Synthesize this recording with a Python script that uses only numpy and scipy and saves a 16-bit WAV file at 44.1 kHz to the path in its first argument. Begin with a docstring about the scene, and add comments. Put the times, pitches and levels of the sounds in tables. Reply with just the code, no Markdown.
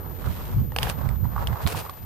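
"""At a lotus-covered reservoir, someone swings a fishing rig out over the water.
The line swishes through the air, sinker and float slap down on leaves and water, and drops patter
after them. The rod rubs and bumps in the hand, then slides out with a short rustle.
Wind buffets the two microphone openings; the camera adds a thin whine on the left."""
import sys
import numpy as np
from scipy import signal
from scipy.fft import rfft, irfft
from scipy.io import wavfile
from scipy.ndimage import uniform_filter1d

SR = 44100
rng = np.random.default_rng(int(sys.argv[2]) if len(sys.argv) > 2 else 0)


def wav_record(signal):
    """Record a signal, one row per channel, as 16-bit PCM in the file named by sys.argv[1]."""
    frames = np.transpose(np.atleast_2d(signal))
    bounded = np.clip(frames, -1, 1)
    # unit amplitude maps onto the largest positive 16-bit level
    quanta = np.round(bounded * 32767).astype(np.int16)
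    wavfile.write(sys.argv[1], SR, quanta)


N = 90404
TOP_HZ = 15900


def gain(db):
    """Turn decibels into a number to multiply by."""
    return 10 ** (np.asarray(db) / 20)


def curve(rows):
    """Join (time, value) points with straight lines."""
    return np.interp(np.arange(N) / SR, *np.array(rows).T)


def pan(db):
    """Left and right gains; above 0 dB leans left, below leans right."""
    return gain(np.array([db, -db]).reshape(2, -1) / 2)


def wobble(hz):
    """A smooth random wobble, about 1 in size; more hz makes it quicker."""
    width = max(int(SR / hz), 2)
    smooth = uniform_filter1d(rng.standard_normal(N), width, mode="wrap")
    smooth = uniform_filter1d(smooth, width, mode="wrap")
    return smooth / smooth.std()


def noise(colour, likeness, grain_db=0):
    """Stereo noise of strength 1, shaped by a colour table; likeness 1 makes both sides the same."""
    white = rng.standard_normal((3, N))
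    white = np.sqrt(likeness) * white[2] + np.sqrt(1 - likeness) * white[:2]
    white *= gain(grain_db * wobble(980))  # fast level changes sound grainy
    hz = np.maximum(np.arange(N // 2 + 1) * SR / N, 1)
    colour_hz, colour_db = np.array(colour).T
    shape = gain(np.interp(np.log(hz), np.log(colour_hz), colour_db))
    shaped = irfft(rfft(white) * shape, N)
    return shaped / shaped.std()


# Colour of the open air, its mix of low and high sound: f/Hz, level/dB
AIR_COLOUR = [(300,5),(480,2),(800,-13),(1500,-47),(7400,-44),(11000,-27.5),(12300,-11),(13300,-25),(16000,-34)]

def open_air(t):
    """A soft outdoor hush that slowly fades."""
    level_db = -42.5 - 5.5 * t + wobble(hz=29)
    return noise(AIR_COLOUR, likeness=0.66) * gain(level_db) * pan(db=-4)


def camera_whine():
    """The camera gives off one very high, slightly wavering tone, almost all on the left."""
    pitch_hz = 12095 + 2 * wobble(hz=33)
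    tone = np.sin(2 * np.pi * np.cumsum(pitch_hz) / SR)
    return tone * gain(-40 + wobble(hz=11.4)) * gain([[0], [-58]])


# Colour of the wind's low rumble: f/Hz, level/dB
WIND_COLOUR = [(20,-15),(36,-25),(55,3),(90,0),(135,-3.5),(190,-13.5),(270,-24),(420,-41),(900,-69)]
# Gusts at the left and right microphone openings: t/s, level/dB
LEFT_GUSTS = [(0,-37),(.21,-52),(.255,-29),(.31,-35),(.5,-31.5),(.565,-15),(.69,-39.5),(.86,-22.5),(.93,-40),(1.36,-35.5),(1.47,-22.5),(1.56,-42),(1.63,-32.5),(1.82,-39.5),(1.9,-53.5),(2.05,-40)]
RIGHT_GUSTS = [(0,-33.5),(.23,-30.5),(.285,-17.5),(.35,-31.5),(.49,-32.5),(.61,-15.5),(.7,-30),(.93,-29.5),(1.02,-21),(1.11,-20),(1.19,-24),(1.245,-14.5),(1.32,-27.5),(1.4,-20.5),(1.44,-28.5),(1.53,-17),(1.57,-37),(1.63,-34),(1.66,-16),(1.7,-38.5),(1.77,-25),(1.83,-39.5),(1.98,-43.5),(2.03,-35)]

def wind():
    """Swirls of air buffet each opening on its own; the gusts set how loudly."""
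    swirls = noise(WIND_COLOUR, likeness=0.15)
    power = uniform_filter1d(uniform_filter1d(swirls ** 2, size=1000), size=1000)
    even_rumble = swirls / np.sqrt(power)
    gust_db = np.array([curve(LEFT_GUSTS), curve(RIGHT_GUSTS)])
    return even_rumble * gain(gust_db + 1.3 * wobble(hz=30))


# Colour of the line cutting the air: f/Hz, level/dB
SWISH_COLOUR = [(1500,3.5),(3200,0.5),(5000,-5.5),(7400,-8.5),(10500,-5),(13000,-44),(16000,-34)]
# Strength of the swing: t/s, level/dB
SWING_LEVEL = [(.05,-59),(.32,-44.5),(.57,-51.5),(.68,-59)]

def line_swish():
    """The hiss of the swinging line swells and dies down before the rig lands."""
    hiss = noise(SWISH_COLOUR, likeness=0.057, grain_db=3)
    return hiss * gain(curve(SWING_LEVEL)) * pan(db=-4.5)


# Colour of the rod's rustle: f/Hz, level/dB
RUSTLE_COLOUR = [(200,-2),(450,7),(900,3),(2200,-3),(2560,0),(3100,-5),(4700,-6),(6300,-11),(9000,-9),(12400,-10),(16000,-19.5)]
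# Strength of the slide: t/s, level/dB
SLIDE_LEVEL = [(1.58,-75),(1.605,-49),(1.664,-47),(1.671,-32),(1.69,-34),(1.76,-36),(1.824,-36.5),(1.84,-48),(1.92,-55),(2.05,-56)]

def rod_slide():
    """The rod slides out: a gritty rush that starts with a jerk and goes on as a faint scrape."""
    rush = noise(RUSTLE_COLOUR, likeness=0.33, grain_db=2.8)
    crackle_db = 3.5 * wobble(hz=92)
    return rush * gain(curve(SLIDE_LEVEL) + crackle_db)


# Colour of the hand rubbing the rod: f/Hz, level/dB
GRIP_COLOUR = [(200,-13),(450,0),(950,2.5),(1250,-1),(1700,-8),(2400,-18.5),(4500,-23),(7000,-29),(11000,-29),(16000,-34)]
# Strength of the rubbing: t/s, level/dB
GRIP_LEVEL = [(0,-43),(.15,-52.5),(.27,-38),(.33,-45),(.56,-44.5),(.68,-61),(.79,-41.5),(1.05,-41),(1.13,-41),(1.19,-53.5),(1.25,-45),(1.32,-43),(1.4,-38.5),(1.56,-38.5),(1.82,-41),(1.92,-47),(2.05,-52)]

def rod_rub():
    """The rod rubs unevenly in the hand."""
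    friction = noise(GRIP_COLOUR, likeness=0.11, grain_db=2)
    return friction * gain(curve(GRIP_LEVEL) + 2.5 * wobble(hz=70)) * pan(db=-3.5)


# Taps of the rod: t/s, f/Hz, level/dB, rise time/s
ROD_TAPS = [(0.2425,1240,-29.5,.0007),(0.2723,1270,-29.5,0.0017),(1.254,980,-29.5,0.0014),(1.3627,980,-19,0.00075),(1.3653,1070,-22.5,0.00096),(1.3763,1040,-25,0.00081),(1.3798,1130,-20,0.0013),(1.5572,1040,-26,0.0011),(1.7472,950,-21.5,0.0012),(1.862,1140,-32,0.0025),(1.8934,1124,-28,0.0028)]

def rod_taps(t):
    """Where the rod catches in the grip, it gives a soft hollow tap with a little scuff."""
    out = np.zeros((2, N))
    scuff = gain(-23) * noise(RUSTLE_COLOUR, likeness=0)
    for start, hz, db, rise in ROD_TAPS:
        age = np.clip(t - start, 0, 0.1)
        swell = (age / rise * np.exp(1 - age / rise)) ** 2
        out += gain(db) * swell * (np.sin(2 * np.pi * hz * age) + scuff)
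    return out * pan(db=-5.5)


# Colour of the fizz of falling drops: f/Hz, level/dB
FIZZ_COLOUR = [(250,6),(450,1),(800,6),(1700,0.5),(3000,-1.5),(6500,-13),(9000,-13.5),(12500,-5.5),(16000,-25)]

def falling_drops(t):
    """Fine drops patter back on the water: a fizz, and tiny bubbles that ring for a few cycles."""
    start_s, rise_s, end_s, fade_s = 0.773, 0.061, 0.899, 0.027
    drops_per_s, middle_hz, spread_octaves, ring_cycles = 500, 1500, 0.7, 2.5
    flow = np.clip((t - start_s) / rise_s, 0, 1) * np.exp(-np.maximum(t - end_s, 0) / fade_s)
    out = noise(FIZZ_COLOUR, likeness=0.15, grain_db=2) * gain(-35)
    age = t[t < 0.02]
    chance = rng.random(N)
    pitch, strength = rng.standard_normal((2, N))
    for i in np.flatnonzero(chance[:-len(age)] < drops_per_s / SR):
        cycles = age * min(middle_hz * 2 ** (spread_octaves * pitch[i]), TOP_HZ)
        bubble = np.sin(2 * np.pi * cycles) * np.exp(-cycles / ring_cycles)
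        out[:, i:i + len(age)] += gain(-38) * strength[i] * bubble
    return out * flow * pan(db=-3.5)


def ring(tones, age, pitch):
    """The fading tones of something struck; every second one is flipped upside down."""
    out = 0
    for k, (hz, db, fade_s) in enumerate(tones):
        fade = np.exp(-np.log(1000) * age / fade_s)
        out += (-1) ** k * gain(db) * np.sin(2 * np.pi * hz * pitch * age) * fade
    return out


# Tones of a slap's hollow knock and sharp snap: f/Hz, level/dB, time to fade by 60 dB/s
KNOCK_TONES = [(473,-12,0.048),(802,-6,0.03),(1085,-6.5,0.0095),(1742,-7,0.017)]
SNAP_TONES = [(2040,-10.5,0.0045),(2670,-1.5,0.0074),(3170,-6,0.0082)]
# Colour of a slap's spray: f/Hz, level/dB
SPRAY_COLOUR = [(1500,5.5),(3800,3),(4700,5.5),(6000,-1),(7600,-3.5),(8900,3.5),(10900,-1),(13300,0.5),(16000,-13)]
# Hits on leaves, water and rod: t/s, knock/dB, snap/dB, spray/dB, pitch factor, left minus right/dB
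TACKLE_HITS = [(0.7201,-28.5,-44,-43.5,1.06,-6),(0.7626,-16,-14.5,-23.5,0.967,-6.5),(0.7860,-17,-9.5,-21.5,1.05,-3.5),(0.8230,-23.5,-29,-35,1.36,2),(0.8301,-19.5,-12,-18.5,1.08,-6.5),
               (0.8697,-17.5,-30,-46,0.955,1),(0.8925,-44,-46,-26.5,1.7,-2),(0.8979,-23,-18.5,-22,0.992,-3),
               (1.0898,-33,-26.5,-35,0.754,-11),(1.472,-55,-17,-27.5,1.104,-4),(1.665,-20.5,-18.5,-35,1.35,-1),(1.8962,-48,-48,-35,1.1,-8)]

def tackle_slaps(t):
    """Each hit of the tackle makes a hollow knock and a sharp snap, and throws a puff of spray."""
    rise_s, fade_s, tail_s = 0.0001, 0.0011, 0.0089  # timing of the puff
    delay_s = np.array([[0], [0.00006]])  # the left side hears it first
    out = np.zeros((2, N))
    spray = noise(SPRAY_COLOUR, likeness=0.068)
    for start, knock_db, snap_db, spray_db, pitch, pan_db in TACKLE_HITS:
        sounding = (t > start) & (t < start + 0.08)
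        age = np.maximum(t[sounding] - start - delay_s, 0)
        knock = gain(knock_db) * ring(KNOCK_TONES, age, pitch)
        snap = gain(snap_db) * ring(SNAP_TONES, age, pitch)
        fade = np.exp(-age / fade_s) + gain(-11) * np.exp(-age / tail_s)
        puff = gain(spray_db) * np.minimum(age / rise_s, 1) * fade * spray[:, sounding]
        out[:, sounding] += (knock + snap) * pan(pan_db) + puff
    return out


def scene():
    """Add up all the sounds, from the background to the slaps."""
    t = np.arange(N) / SR
    background = open_air(t) + camera_whine() + wind()
    rod = rod_slide() + rod_rub() + rod_taps(t)
    return background + line_swish() + rod + falling_drops(t) + tackle_slaps(t)


def record(dry):
    """The camera cuts away the very highest sounds."""
    low_pass = signal.ellip(12, 0.2, 90, TOP_HZ, fs=SR, output="sos")
    return signal.sosfilt(low_pass, dry)


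dry = scene()
out = record(dry)
wav_record(out)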